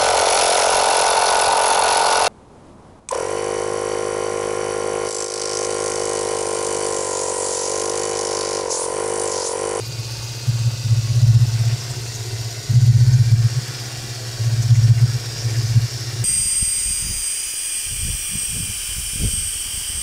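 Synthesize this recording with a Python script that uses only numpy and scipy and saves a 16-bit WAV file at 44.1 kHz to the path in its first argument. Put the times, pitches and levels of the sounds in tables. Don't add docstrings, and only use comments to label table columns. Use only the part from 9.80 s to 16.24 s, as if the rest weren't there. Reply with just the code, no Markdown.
import sys
import numpy as np
from scipy import signal
from scipy.io import wavfile
from scipy.ndimage import uniform_filter1d

SR = 44100
rng = np.random.default_rng(int(sys.argv[2]) if len(sys.argv) > 2 else 0)


def to_wav(sig):
    pcm = np.clip(np.atleast_2d(sig), -1, 1) * 32767
    pcm = np.round(pcm).astype(np.int16)
    wavfile.write(sys.argv[1], SR, pcm.T)


def invert_db(x):
    u = np.asarray(x, float) / 20
    return 10 ** u


N = 284004
T = np.arange(N) / SR

# time_s, crank_turns_per_s
CRANK_SPEED = [(0.0, 16.16), (0.3, 16.4), (0.7, 16.66), (1.1, 15.79), (1.5, 15.96), (1.85, 16.12),
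               (2.1, 16.85), (2.45, 16.21), (2.85, 16.27), (3.25, 15.83), (3.6, 16.2), (3.95, 17.04),
               (4.25, 17.0), (4.6, 16.38), (4.95, 15.79), (5.35, 16.48), (5.85, 16.04), (6.44, 16.11)]
# time_s, place (0 pulleys, 1 alternator, 2 throttle)
MIC_PLACE = [
    (0, 0.082),
    (0.85, 0.11),
    (1.45, 0.58),
    (3.0, 0.94),
    (3.7, 2.0),
    (6.44, 2.1),
]


def evened(x):
    return x / np.sqrt(np.mean(x ** 2) + 1e-20)


def curve(rows, t):
    rows = np.array(rows)
    return np.interp(t, rows[:, 0], rows[:, 1])


def read(points, hz):
    f, value = np.transpose(points)
    return np.interp(np.log(hz + 1), np.log(f + 1), value)


def add(mix, s, sound):
    at = round(s * SR) - len(sound) // 2 + np.arange(len(sound))
    inside = (at >= 0) & (at < N)
    mix[at[inside]] += sound[inside]


def resonate(x, hz, width):
    turn = np.exp(2j * np.pi * np.cumsum(hz * np.ones(len(x))) / SR)
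    r = np.exp(-np.pi * width / SR)
    return 2 * (turn * signal.lfilter([1 - r], [1, -r], x * turn.conj())).real


def nearness(t, place):
    return np.clip(1 - abs(curve(MIC_PLACE, t) - place), 0, 1)


def level(place_db, share):
    # time_s, closeness_db
    closeness = [
        (0, -1),
        (.3, 0.7),
        (1.6, 0),
        (1.96, 0.96),
        (3.5, -0.8),
        (3.93, 0.83),
        (4.9, -0.5),
        (5.7, 0.56),
        (6.44, -0.6),
    ]
    return invert_db(np.interp(curve(MIC_PLACE, T), np.arange(3), place_db) + share * curve(closeness, T))


def hiss(colours, patchy_db, size):
    hop = size // 4
    frames, hz = N // hop + 5, np.fft.rfftfreq(size, 1 / SR)
    t = np.arange(frames) * hop / SR
    a, b, patches, combs = rng.standard_normal((frames, len(hz), 4)).T
    combs = evened(uniform_filter1d(uniform_filter1d(combs, 2, 0), 70, 1))
    patches = evened(uniform_filter1d(uniform_filter1d(patches, 7, 0), 12, 1))
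    gusts = evened(uniform_filter1d(rng.standard_normal(frames), 3))
    if len(colours) > 1:
        shares = [nearness(t, k) for k in range(len(colours))]
    else:
        shares = [np.ones(frames)]
    gain = invert_db(sum(np.outer(read(c, hz), s) for c, s in zip(colours, shares)))
    gain /= np.sqrt((gain ** 2).sum(0))
    z = (a + 1j * b) * gain * invert_db(patchy_db * patches + 1.9 * combs + 0.42 * gusts)
    return evened(signal.istft(z, nperseg=size, noverlap=size - hop)[1][:N])


def beat(turns, depth):
    return evened(1 + depth * np.exp(-(turns % 1) / 0.15))


def gulps(turns):
    # start_s, boom_peak_db
    valve = [(0, -24.5), (.66, -16), (.91, -22), (1.04, -11), (1.4, -4.5), (1.65, -13.5), (1.97, -25),
             (2.89, -5.5), (3.44, -11.5), (3.69, -19.5), (3.81, -26), (4.59, -13), (4.89, -7), (5.27, -16),
             (5.39, -24.5), (5.64, -14), (6.07, -21), (6.38, -16)]
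    # time_s, over_valve_db
    odd_gulps = [(.21, 4.5), (.39, -6), (.69, 5.5), (.75, 0), (.88, 4.5), (.94, 2), (1.07, -4), (1.13, 2.5),
                 (1.25, -6), (1.38, 0.5), (1.62, -3), (1.88, 1.5), (2.83, -9), (2.92, -5.5), (3.1, 2.5),
                 (3.47, -1), (3.54, 8.5), (3.66, 3.5), (3.72, -1), (3.78, 6.5), (4.56, -1), (4.61, -3),
                 (4.92, 5), (5.11, 5.5), (5.17, -4.5), (5.24, 2.5), (5.73, -3.5), (5.98, 9.5), (6.1, -16)]
    booms, swell, t = np.zeros(N), np.zeros(N), np.arange(-3500, 3501) / SR
    turn = np.arange(int(turns[-1]) + 1)
    times, odd_even = np.interp(turn, turns, T), (-1.) ** turn
    opened, held_db = np.transpose(valve)
    valve_db = held_db[np.maximum(np.searchsorted(opened, times) - 1, 0)]
    shut = valve_db < -18
    chance = rng.standard_normal((len(turn), 4)) * np.where(shut, 2.1, 1)[:, None]
    gulp_db = 0.88 * chance[:, 0] - 0.5 * odd_even * shut
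    for s, db in odd_gulps:
        gulp_db[abs(times - s).argmin()] = db

    stretch = -0.03 * gulp_db + 0.0023 * (valve_db + 6) + 0.13 * odd_even + 0.1 * chance[:, 1]
    halves_s = 0.048 * np.exp(stretch)
    lates_s = 0.0019 + 0.00078 * odd_even + 0.00014 * (valve_db + 13) + 0.0013 * chance[:, 2]
    pitches_hz = 7.38 * curve(CRANK_SPEED, times) + 0.18 * (valve_db + 10) + 1.0 * chance[:, 3]
    builds = 1.386 * np.exp(-0.04 * np.maximum(np.diff(valve_db, prepend=0), 0))

    for s, db, hz, half, late, build in zip(times, valve_db + gulp_db, pitches_hz, halves_s, lates_s, builds):
        length = half * np.where(t < late, build, 0.92)
        shape = invert_db(db) * np.cos(np.pi / 2 * np.clip((t - late) / length, -1, 1)) ** 2
        shape *= 0.9 + 0.24 * np.exp(-((t - late) / 0.011) ** 2)
        add(booms, s, shape * np.cos(2 * np.pi * hz * t))
        add(swell, s, shape)
    return booms, uniform_filter1d(swell, 3500)


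def valve_slaps():
    # time_s, peak_db, pitch_hz
    slaps = [(0.2, -51, 190), (0.689, -31, 218), (0.882, -31, 201), (1.07, -30, 198), (1.899, -33, 190),
             (2.937, -21, 186), (3.1, -25.5, 200), (3.543, -20, 192), (4.918, -26, 196), (5.11, -22, 200),
             (5.243, -24, 220), (5.975, -20, 207)]
    out, t = np.zeros(N), np.arange(-3500, 3501) / SR
    for s, db, hz in slaps:
        add(out, s, invert_db(db) * np.exp(-(t / 0.0049) ** 2) * np.cos(2 * np.pi * hz * t))
    return out


def intake(turns):
    # multiple_of_crank_speed, under_hum_db
    hum_orders = [(2, -39), (3, -32), (4, -25), (5, -33.5), (10, -37.5), (11, -35), (12, -37),
                  (14.2, -35.5), (19, -42)]
    booms, swell = gulps(turns)
    out = booms + valve_slaps()
    tones = sum(invert_db(db) * np.cos(2 * np.pi * (k * turns + rng.random())) for k, db in hum_orders)
    tones += invert_db(-19.5) * np.cos(2 * np.pi * 6 * turns)
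    rush = evened(resonate(rng.standard_normal(N), 40, 100))
    return out + 0.0061 * out ** 2 + swell * (tones + invert_db(-33.5) * rush)


def ring(knocks, modes):
    return sum(invert_db(db) * resonate(resonate(knocks, hz, width), hz, 3 * width) for hz, width, db in modes)


def firing_knocks(turns):
    # pitch_hz, width_hz, level_db
    block_modes = [(322, 51, 0.5), (369.3, 38, 3.5), (423.7, 26.5, 4), (494, 42, 1), (700, 85, -3)]
    # pitch_hz, width_hz, level_db
    sump_modes = [(521, 20, 2.5), (549, 50, 0)]
    fired = np.diff(np.floor(4 * turns), prepend=0) > 0
    bank = (-1.) ** np.cumsum(fired)
    knocks = fired * (bank + 0.5) * invert_db(0.85 * rng.standard_normal(N))
    rung = ring(knocks, block_modes)
    rung += nearness(T, 0) * ring(knocks + 0.69 * abs(knocks), sump_modes)
    return level((-49, -44.5, -44.5), share=1.4) * evened(rung)


def block_rumble(turns):
    # frequency_hz, density_db_per_hz
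    rumble_colour = [(12, -53), (20, -34), (54, -11.5), (90, -22), (119, 9.5), (155, -37), (195, -20),
                     (257, -31), (368, -22), (537, -31), (698, -25.5), (822, -51), (1000, -32), (1300, -60),
                     (2200, -120)]
    rumble = level((-34, -32.5, -33.5), share=1.9) * hiss([rumble_colour], patchy_db=3.0, size=2048)
    rumble -= 0.85 * resonate(rumble, 118, 90)
    return rumble * beat(4 * turns, depth=0.38) * beat(2 * turns, depth=0.11)


def belt(turns):
    # frequency_hz, density_db_per_hz
    belt_colours = [
        [(470, -41), (800, -9), (894, 4), (1010, -27), (1100, -6), (1180, -5), (2100, -11), (2510, -5),
         (3500, -9.5), (4550, -31), (7700, -120)],
        [(470, -42), (800, -12), (889, -1), (1230, -9.5), (1470, 0), (1690, -5.5), (1970, -8), (2200, -5),
         (3500, -9.5), (4550, 4), (7700, -120)],
        [(470, -11), (800, -4), (900, -4), (1120, -11.5), (1260, -7), (1360, 0), (1830, -5.5), (2480, -4),
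         (3500, -6), (4550, -22), (7700, -120)],
    ]
    # pitch_hz, width_hz, level_db, place
    brackets = [(1099, 25, -53.5, 0.36), (1455, 50, -54.5, 0.11), (3730, 230, -58, 0.25),
                (703, 54, -51.5, 0.85), (700, 36, -52.5, 2.46), (2687, 25, -53.5, 0.73),
                (7530, 66, -53, 1.5), (1500, 180, -69.5, 1.05), (2344, 79, -47.5, 1.65),
                (6700, 250, -69, 0.72), (4460, 190, -62, 0.85), (4570, 130, -45, 2.27),
                (1793, 92, -45, 2.74), (2780, 13, -50.5, 2.24), (6790, 58, -48, 2), (1500, 67, -48.5, 1.46),
                (1114, 33, -54.5, 2)]
    # pitch_hz, width_hz, level_db, place
    more_brackets = [(10130, 140, -56, 1.6), (8570, 140, -52, 0.91), (4690, 110, -49, 0.16)]
    roar = level((-44.5, -42.5, -43), share=2.7) * hiss(belt_colours, patchy_db=1.06, size=1024)
    shake = rng.standard_normal(N)
    for hz, width, db, place in list(brackets) + list(more_brackets):
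        rung = evened(resonate(resonate(shake, hz, width), hz, 2 * width))
        roar += invert_db(db) * nearness(T, place) * rung
    roar *= beat(8.3 * turns, depth=1.0)
    return roar * beat(turns + 0.3, depth=0.52) * beat(turns / 2 + 0.6, depth=0.25)


def pulley_bearings(turns):
    # pitch_hz, waver_hz, level_db, drift_hz_per_s
    whistles = [(2455, 20, -49.5, 110), (2765, 14, -51, 0), (4705, 28, -45, 0)]
    out = np.zeros(N)
    for hz, waver_hz, db, drift in whistles:
        waver = uniform_filter1d(uniform_filter1d(rng.standard_normal(N), size=300), size=300)
        pitch_hz = hz + drift * T + waver_hz * evened(waver)
        out += invert_db(db + 4) * np.cos(2 * np.pi * np.cumsum(pitch_hz) / SR)
    return nearness(T, 0) * out * beat(8.3 * turns, depth=0.51)


def alternator():
    # multiple_of_crank_speed, level_db, place
    whines = [(115.8, -48.5, 1.4), (125.2, -50.5, 0.91), (101.8, -52.5, 1.9), (111.2, -53, 2.05)]
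    shake, speed, out = rng.standard_normal(N), curve(CRANK_SPEED, T), np.zeros(N)
    for k, db, place in whines:
        out += invert_db(db) * nearness(T, place) ** 0.5 * evened(resonate(shake, k * speed, 25))
    return out


def fan_air(turns):
    # frequency_hz, density_db_per_hz
    air_colours = [
        [(1650, -24), (2800, -15), (3220, -10.5), (3920, -4.5), (4210, -3), (4600, -1), (4980, -0.5),
         (7720, -8), (8240, -12), (9460, -12.5), (10900, -21), (12000, -20.5), (16000, -27)],
        [(1650, -81), (2800, -7), (3010, -6), (4630, 4), (5810, 4.5), (6290, -1), (6920, 3), (8240, -8),
         (8860, -7), (10300, -11.5), (10900, -18), (12700, -12.5), (16000, -23)],
        [(1650, -14), (2800, -16.5), (2970, -10.5), (4030, -3.5), (4560, 0), (5680, 2.5), (6200, -5),
         (6770, -5.5), (7330, -6), (8550, -8.5), (10800, -17.5), (13100, -19), (16000, -26)],
    ]
    out = level((-35, -34.5, -34), share=0.91) * hiss(air_colours, patchy_db=1.0, size=1024)
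    out *= beat(8.45 * turns, depth=0.45)
    return out * beat(turns, depth=0.37) * beat(turns / 2 + 0.25, depth=0.028)


def valves(turns):
    tapped = np.diff(np.floor(8 * turns + 0.25 * np.sin(2 * np.pi * turns)), prepend=0) > 0
    taps = tapped * invert_db(-37.0 + 5.6 * np.clip(rng.standard_normal(N), -3, 1.7))
    cover, t, out = rng.integers(0, 3, N), np.arange(400) / SR, np.zeros(N)
    for k, (hz, db) in enumerate([(5500, 0.5), (7200, -6), (9200, -11)]):
        tap = resonate(rng.standard_normal(400) * t * np.exp(-t / 0.001), hz, 1300)
        out += invert_db(db) * signal.oaconvolve(taps * (cover == k), tap / abs(tap).max())[:N]
    return out


def injectors(turns):
    injector_db = [-10, -2, 2, -7, 4, -17, 1, 2.5]
    # time_s, peak_db
    near_clicks = [(0.0598, -44), (0.0757, -33), (0.1979, -37), (0.3052, -41), (0.3197, -37), (0.4409, -36),
                   (0.5467, -49), (0.5631, -38), (0.6873, -38), (0.7901, -44), (0.9128, -46), (1.6038, -42),
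                   (1.6232, -42), (1.6661, -42), (1.8083, -40), (1.8517, -46), (2.0941, -41), (2.2139, -40),
                   (2.3526, -40), (2.4129, -48), (2.4563, -47), (2.58, -43.5), (2.7077, -38), (2.9058, -37),
                   (3.5149, -44), (5.2116, -39), (5.7643, -41), (5.8257, -42), (6.2003, -36), (6.3869, -42)]
    firing = np.floor(4 * turns + 0.085).astype(int)
    click_db = -48 + np.take(injector_db, firing, mode="wrap") + 3.1 * rng.standard_normal(N)
    clicks = (np.diff(firing, prepend=0) > 0) * invert_db(click_db)
    for s, db in near_clicks:
        add(clicks, s, invert_db([db + 0.5]))
    t = np.arange(600) / SR
    rattle = rng.standard_normal(600) * t * np.exp(-t / 0.0029)
    click = resonate(resonate(rattle, 11800, 1500), 11800, 2500) + 0.27 * resonate(rattle, 5800, 2500)
    return signal.oaconvolve(clicks, click / abs(click).max())[:N]


def air_puffs():
    # middle_s, level_db, centre_hz, width_hz, half_length_s
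    puffs = [(1.775, -45, 2250, 900, 0.052), (1.905, -41, 2480, 895, 0.037),
             (2.111, -36.5, 8040, 1600, 0.011), (2.355, -33, 6500, 1500, 0.015),
             (2.76, -43, 1500, 500, 0.024), (3.34, -33, 6340, 1400, .012), (2.016, -34, 5500, 1200, .015),
             (2.607, -51, 435, 80, 0.13), (4.247, -45, 208, 50, 0.044), (3.948, -47, 1500, 500, .05),
             (4.829, -29.5, 6200, 3000, 0.0088), (4.959, -34, 2160, 600, 0.0099),
             (4.96, -33.5, 6400, 2000, 0.029), (5.04, -34, 5400, 900, 0.011), (5.187, -34, 2200, 700, 0.01),
             (5.301, -42, 1500, 500, 0.031), (5.601, -33, 5400, 1300, 0.045),
             (5.698, -43, 2200, 600, 0.017), (5.755, -36, 1800, 600, 0.015), (5.87, -33, 6000, 900, 0.0078),
             (6.178, -35.5, 5300, 1300, 0.13), (6.3, -42, 1880, 400, 0.034)]
    out, t = np.zeros(N), np.arange(-6000, 6001) / SR
    for s, db, hz, width, half in puffs:
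        puff = evened(resonate(resonate(rng.standard_normal(len(t)), hz, width), hz, width))
        add(out, s, invert_db(db) * puff * np.exp(-(t / half) ** 2))
    return out


def scene():
    turns = np.cumsum(curve(CRANK_SPEED, T)) / SR
    knock_turns = 1.009 * turns
    mix = intake(turns - 0.355)
    mix += firing_knocks(knock_turns) + block_rumble(knock_turns)
    mix += belt(turns) + pulley_bearings(turns) + alternator()
    mix += fan_air(turns) + valves(turns) + injectors(turns) + air_puffs()
    return mix[None]


def roll_off(x):
    return signal.sosfilt(signal.butter(12, 16510, fs=SR, output="sos"), x)


def record(dry):
    power = uniform_filter1d(uniform_filter1d(dry[0] ** 2, size=187), size=374)
    power_db = 10 * np.log10(abs(power) + 1e-12)
    fall_db = T * 60.
    over_db = np.maximum(np.maximum.accumulate(power_db + fall_db) - fall_db + 9.5, 0)
    ducked = dry / invert_db(0.64 * uniform_filter1d(over_db, 300))
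    edge = signal.firwin(1023, 15690, window=("kaiser", 9), fs=SR)
    return roll_off(signal.oaconvolve(ducked, edge[None], "same"))


dry = scene()
out = record(dry)
to_wav(out)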